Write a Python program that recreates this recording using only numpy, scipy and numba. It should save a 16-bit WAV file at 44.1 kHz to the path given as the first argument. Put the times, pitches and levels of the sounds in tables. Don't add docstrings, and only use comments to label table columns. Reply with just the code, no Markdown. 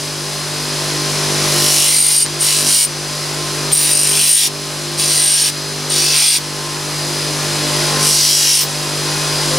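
import sys
import numpy as np
from scipy import signal
from scipy.fft import rfft, irfft
from scipy.io import wavfile
from scipy.ndimage import uniform_filter1d
from numba import njit

SR = 44100
rng = np.random.default_rng(int(sys.argv[2]) if len(sys.argv) > 2 else 0)


def materialize(psi):
    bounded = np.clip(np.atleast_2d(psi).T, -1, 1)
    quanta = np.round(bounded * 32767).astype(np.int16)
    wavfile.write(sys.argv[1], SR, quanta)


N = 422478

# shaft_order, level_db (rms), left_minus_right_db
SHAFT_HARMONICS = [(1, -50.5, 3), (2, -51.5, 2), (3, -30.5, 2), (4, -49, -10), (5, -42, 2), (6, -40.5, 1),
                   (7, -38.5, 2), (8, -42, -7.5), (9, -53.5, -14), (10, -49.5, 3), (11, -53.5, 12),
                   (12, -42, -3.5), (13, -52, -12), (17, -51.5, 6), (19, -50.5, -2), (21, -41.5, 3),
                   (23, -76, -5)]
# pitch_hz, relative_level_db
BEARING_TONES = [(2509, -43), (3881, -45), (4124, -38), (4167, -38), (4312, -41), (4371, -42),
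                 (4619, -41.5), (4657, -43), (4861, -35.5), (4899, -36.5), (4963, -36), (5098, -38),
                 (5157, -38.5), (5200, -42), (5356, -41), (5588, -41), (5954, -40.5), (5992, -39),
                 (6078, -46), (6191, -45.5)]
# frequency_hz, relative_density_db
WASH_SPECTRUM = [(30, -32), (75, -27), (120, -21.5), (210, -21.5), (350, -12), (700, -16), (1060, -15.5),
                 (1500, -16), (3200, -15), (4700, -16), (6200, -18), (8000, -20.5), (10300, -20),
                 (13000, -34), (15800, -41)]
# frequency_hz, relative_density_db
WEAVE_SPECTRUM = [(1500, -43), (2800, -25), (3900, -3), (4800, 2), (5800, 1), (7400, -9.5), (8500, -12),
                  (10500, -41)]
# frequency_hz, relative_density_db
FOLDS_SPECTRUM = [(200, -45), (600, -15.5), (1300, -15), (2000, -5.5), (3000, -4.2), (3700, -6),
                  (4300, -19)]
# frequency_hz, relative_density_db
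FIBRES_SPECTRUM = [(4000, -49), (6500, -8), (8500, -1), (10000, 7), (11200, -2), (12500, -4.5),
                   (13800, -28), (15800, -39)]
# pitch_hz, width_hz, relative_level_db, ringing part ("stem" or "tip")
BRASS_MODES = [(8840, 72, -0.3, "stem"), (9060, 89, -17.5, "stem"), (10660, 40, -12.5, "stem"),
               (13100, 35, -8, "tip"), (14550, 25, 5.5, "tip")]
BODY_MODES = {"a": (1620, 160, -14), "b": (2650, 50, -14), "c": (3200, 100, -16), "d": (3480, 260, -9),
              "e": (4100, 100, -16), "f": (4700, 250, -12), "g": (5130, 120, -14), "h": (5790, 80, -14),
              "i": (6370, 70, -18), "j": (8050, 120, -13)}
# start_s, end_s, letters of the free modes, level_db
GRIP_SPANS = [(1.9, 2.26, "fi", -2), (2.397, 2.87, "j", -3), (3.7, 4.05, "beg", -3), (4.0, 4.33, "bce", -4),
              (4.354, 4.49, "d", 1), (4.962, 5.22, "bef", -7), (5.174, 5.4, "adeh", -10),
              (5.36, 5.506, "acde", -9), (5.877, 6.205, "bdf", -4.5), (6.207, 6.4, "df", 0),
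              (8.0, 8.243, "ghj", -3), (8.2, 8.465, "cghj", 2), (8.424, 8.653, "cg", -4)]
# time_s, pressure_db (as hiss level), stem_ring_db, tip_ring_db (both re the hiss)
RUB_CURVES = [(-2.5, -4.5, [(1.4, -33.5, -23, -35), (1.56, -27, -23, -35), (1.81, -16.5, -6, -35),
              (1.98, -14, 3.5, -27), (2.23, -16, 8, -25)]), (-3, -4, [(2.406, -26, 9.5, -17),
              (2.49, -15.5, -2, -23), (2.58, -18, 1, -40), (2.65, -22, -6, -22), (2.75, -12, 7, -14),
              (2.84, -11.5, 6.5, -20)]), (-3.5, -6, [(3.734, -23, 17, 0), (3.81, -20, 5.5, -12),
              (3.97, -19.5, 5.5, -16), (4.14, -20.5, 1.5, -22), (4.3, -12.5, 7, -15),
              (4.38, -7.5, 4.5, -18), (4.462, -10, -11, -20)]), (-6.5, -5.5, [(4.995, -20, 6.5, -39),
              (5.07, -19.5, -2.5, -35), (5.3, -14, 5, -33), (5.41, -11, -3, -36), (5.482, -14, -1, -32)]),
              (-8.5, -5.5, [(5.91, -22, 3, -32), (6.02, -17, -3.5, -38), (6.13, -16.5, -5.5, -27),
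              (6.28, -8, 3, -25), (6.362, -9, -3.5, -24)]), (-4, -9, [(7.995, -30.5, -12, -33),
              (8.09, -19, -12, -42), (8.31, -14, -16, -17), (8.46, -13, -26, -37), (8.55, -10, -1.5, -30),
              (8.62, -14.5, -5, -9)])]
# start_s, peak_db
SEAM_KNOCKS = [(2.2627, -2), (2.4199, -9), (3.7185, -10)]
# frequency_hz, level_db (re the centre)
WIDTH_SPECTRUM = [(30, -24), (70, -14), (150, -54), (300, -19.5), (450, -18), (700, -9), (1300, -9),
                  (2400, -11), (4400, -13), (8100, -14), (11000, -22.5), (12500, -71)]
# start_s, length_s, start_pitch_hz, end_pitch_hz, level_db (rms), left_minus_right_db
HEN_CALLS = [(9.084, 0.04, 587, 626, -41, 5), (9.39, 0.055, 845, 880, -36, -1),
             (9.46, 0.161, 482, 555, -35, 7)]

FREE_HZ, BALL_ORDER = 49.87, 4.925
SLIP_HZ, INERTIA_S = .35, .12
WASH_DB = -25
LAND_S, LIFT_S = .025, 0.0292
WAVER_DB = 1.5
FIRM_DB = -17
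BOUNCE = .2
ECHO_S = 0.012
START_DB, CREEP_DB_PER_S, LEARN_PER_S = -1.6, 5.5, 2.94
CEILING_DB, SQUEEZE = -14, 0.82
ATTACK_S, RELEASE_S, TOP_HZ = 0.019, 0.0061, 15800


def undb(db):
    return 10 ** (np.asarray(db) / 20)


def level(x, db):
    return x * undb(db) / np.sqrt(np.mean(x ** 2))


def colour(x, shape):
    hz, db = np.transpose(shape)
    bin_hz = np.arange(N // 2 + 1) * SR / N
    response_db = np.interp(np.log(bin_hz + 1), np.log(hz), db)
    return irfft(rfft(x) * undb(response_db), N)


def walk(rate):
    knots = rng.standard_normal(size=400)
    place = np.arange(N // 64 + 2) * 64 / SR * rate
    k = place.astype(int)
    ease = (1 - np.cos(np.pi * (place - k))) / 2
    smooth = 1.15 * (knots[k] * (1 - ease) + knots[k + 1] * ease)
    return np.interp(np.arange(N) / 64, np.arange(len(k)), smooth)


def pan(left_minus_right_db):
    return undb(np.array([[left_minus_right_db], [-left_minus_right_db]]) / 2)


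@njit
def repeat(fresh, lag, keep):
    y = fresh.copy()
    for i in range(1000, len(y)):
        y[i] = keep * y[i - lag[i]] + np.sqrt(1 - keep ** 2) * fresh[i]
    return y


def hum(turns):
    out = np.zeros((2, N))
    lead = np.array([[.16], [-.16]])
    for order, db, pan_db in SHAFT_HARMONICS:
        waver = .4 if order < 3.5 else 2.4
        scatter = .08 if 2.5 < order < 10.5 else 1
        cycles = order * turns - 1 / 4 + scatter * rng.random()
        phase = 2 * np.pi * cycles + 0.17 * waver * walk(8)
        tone = undb(db + waver * walk(6)) * np.sin(phase + lead)
        out += np.sqrt(2) * tone * pan(pan_db)
    return out


def bearing_whine(turns):
    out = np.zeros(N)
    for hz, db in BEARING_TONES:
        phase = 2 * np.pi * hz / FREE_HZ * turns + 0.97 * walk(9)
        out += undb(db - 4.5 + 2.26 * walk(5)) * np.sin(phase) * np.sqrt(2)
    return out


def wash(turns, lag):
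    throb = 1 + 0.051 * np.cos(2 * np.pi * BALL_ORDER * turns) + 0.034 * np.cos(2 * np.pi * turns)
    rumble = repeat(rng.standard_normal(N), lag, .4)
    air = rng.standard_normal(N) * throb * undb(.5 * walk(6))
    low_pass = signal.butter(2, 2600, fs=SR, output="sos")
    mixed = air + signal.sosfiltfilt(low_pass, rumble - air)
    return level(colour(mixed, WASH_SPECTRUM), WASH_DB)


def motor(turns, lag):
    return hum(turns) + bearing_whine(turns) + wash(turns, lag)


def hand():
    t, press, rows = np.arange(N) / SR, np.zeros(N), []
    for fibres_db, folds_db, curve in RUB_CURVES:
        s, db, stem_db, tip_db = np.transpose(curve)
        times = np.r_[s[0] - LAND_S, s, s[-1] + LIFT_S]
        press += np.interp(t, times, np.r_[0, undb(db), 0])
        rows += [(a, folds_db, fibres_db, b, c) for a, b, c in zip(s, stem_db, tip_db)]
    s, *columns = np.transpose(rows)
    folds_db, fibres_db, stem_db, tip_db = (np.interp(t, s, c) for c in columns)
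    press = np.maximum(press - undb(-38), 0)
    return press, folds_db + WAVER_DB * walk(10), fibres_db + WAVER_DB * walk(10), stem_db, tip_db


def loose(press):
    return 1 / (1 + (press / undb(FIRM_DB)) ** 2)


def ring(x, hz, width):
    b, a = signal.iirpeak(hz, hz / width, fs=SR)
    return signal.lfilter(b, a, x) / np.sqrt(np.pi * width / SR)


def grips(x):
    n = SR // 20
    tails = rng.standard_normal(size=(6, n)) * np.exp(-np.arange(n) / SR / 0.0026)
    shares = np.array([undb(5.2 * walk(5)) for _ in tails])
    shares /= np.sqrt(np.sum(shares ** 2, axis=0))
    return sum(a * level(signal.fftconvolve(x, tail)[:N], 0) for a, tail in zip(shares, tails))


def brass(fine, press, stem_db, tip_db):
    stem_db = stem_db + .9 * np.minimum(stem_db + 3, 0)
    part_db = {"stem": stem_db, "tip": tip_db}
    out = np.zeros(N)
    for hz, width, db, part in BRASS_MODES:
        drive = fine * press * undb(db + part_db[part] + 1.3 * walk(18.0))
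        out += ring(drive, hz, width)
    return out


def body(force):
    out = np.zeros(N)
    for start, end, free, grip_db in GRIP_SPANS:
        span = slice(int(start * SR), int(end * SR))
        modes = map(BODY_MODES.get, free)
        rings = sum(ring(force[span], hz, width) * undb(db) for hz, width, db in modes)
        out[span] += rings * undb(grip_db) * signal.windows.tukey(span.stop - span.start, .3)
    return out


def rub(turns, lag, press, folds_db, fibres_db, stem_db, tip_db):
    lumps = 1 + 0.027 * np.cos(2 * np.pi * turns) + 0.078 * np.cos(4 * np.pi * turns + 1.1)
    bounce = np.cos(2 * np.pi * turns) + 1.5 * np.cos(6 * np.pi * turns + 1.)
    lumps = lumps * np.exp(BOUNCE * loose(press) * bounce)
    drag = repeat(rng.standard_normal(N), lag, .7) * lumps * undb(0.32 * walk(14))
    fine = 0.78 * drag + 0.48 * rng.standard_normal(N) * lumps
    held = 0.95 * drag + 0.52 * grips(drag)
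    weave = level(colour(held, WEAVE_SPECTRUM), -0.7)
    folds = level(colour(held, FOLDS_SPECTRUM), -0.4) * undb(folds_db)
    fibres = level(colour(fine, FIBRES_SPECTRUM), .1) * undb(fibres_db)
    hiss = press * (weave + folds + fibres)
    return hiss + brass(fine, press, stem_db, tip_db) + body(drag * press)


def ticks():
    out, n = np.zeros(N), SR // 200
    band = signal.butter(2, [1800, 8000], "band", fs=SR, output="sos")
    decay = np.exp(-np.arange(n) / SR / 0.00047)
    for s, db in SEAM_KNOCKS:
        knock = signal.sosfilt(band, rng.standard_normal(n) * decay)
        out[int(s * SR):int(s * SR) + n] += undb(db) * knock / np.abs(knock).max()
    return out


def stereo_width(near):
    n = SR // 2
    tail = rng.standard_normal(n) * np.exp(-np.arange(n) / SR / ECHO_S)
    echo = signal.fftconvolve(near.mean(axis=0), tail / np.sqrt(np.sum(tail ** 2)))[:N]
    return colour(echo, WIDTH_SPECTRUM) * np.array([[1], [-1]])


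def hen():
    out = np.zeros((2, N + SR))
    for s, length, hz0, hz1, db, pan_db in HEN_CALLS:
        n = int(length * SR)
        phase = 2 * np.pi * np.cumsum(np.linspace(hz0, hz1, n)) / SR
        voice = np.sin(phase) + 0.27 * np.sin(2 * phase)
        hoarse = 1 + 0.25 * np.sin(phase / 3)
        call = voice * np.sqrt(np.hanning(n)) * hoarse
        out[:, int(s * SR):int(s * SR) + n] += level(call, db) * pan(pan_db)
    return out[:, :N]


def shaft_speed(press):
    keep = np.exp(-1 / (INERTIA_S * SR))
    return FREE_HZ - signal.lfilter([1 - keep], [1, -keep], SLIP_HZ * press / undb(-10))


def scene():
    press, *tone_db = hand()
    hz = shaft_speed(press)
    turns, lag = np.cumsum(hz) / SR, np.round(SR / hz).astype(np.int64)
    near = motor(turns, lag) + rub(turns, lag, press, *tone_db) + ticks()
    return near + stereo_width(near) + hen()


@njit
def gain_control(power, slow_db, creep, learn, ceiling_db, squeeze, attack, release):
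    gain_db, e = np.empty(len(power)), power[0]
    for i in range(len(power)):
        e += (power[i] - e) * (attack if power[i] > e else release)
        cut = squeeze * max(10 * np.log10(e) + slow_db - ceiling_db, 0.)
        slow_db += creep - learn * cut
        gain_db[i] = slow_db - cut
    return gain_db


def record(dry):
    power = uniform_filter1d(np.mean(dry ** 2, axis=0), size=440) + 1e-12
    gain_db = gain_control(power, START_DB, CREEP_DB_PER_S / SR, LEARN_PER_S / SR, float(CEILING_DB), SQUEEZE,
                           1 / (ATTACK_S * SR), 1 / (RELEASE_S * SR))
    loud = 1.378 * np.tanh(dry * undb(gain_db) / 1.26)
    top_cut = signal.ellip(12, .3, 95, TOP_HZ, fs=SR, output="sos")
    return signal.sosfilt(top_cut, np.clip(loud, -.86, .86))


dry = scene()
out = record(dry)
materialize(out)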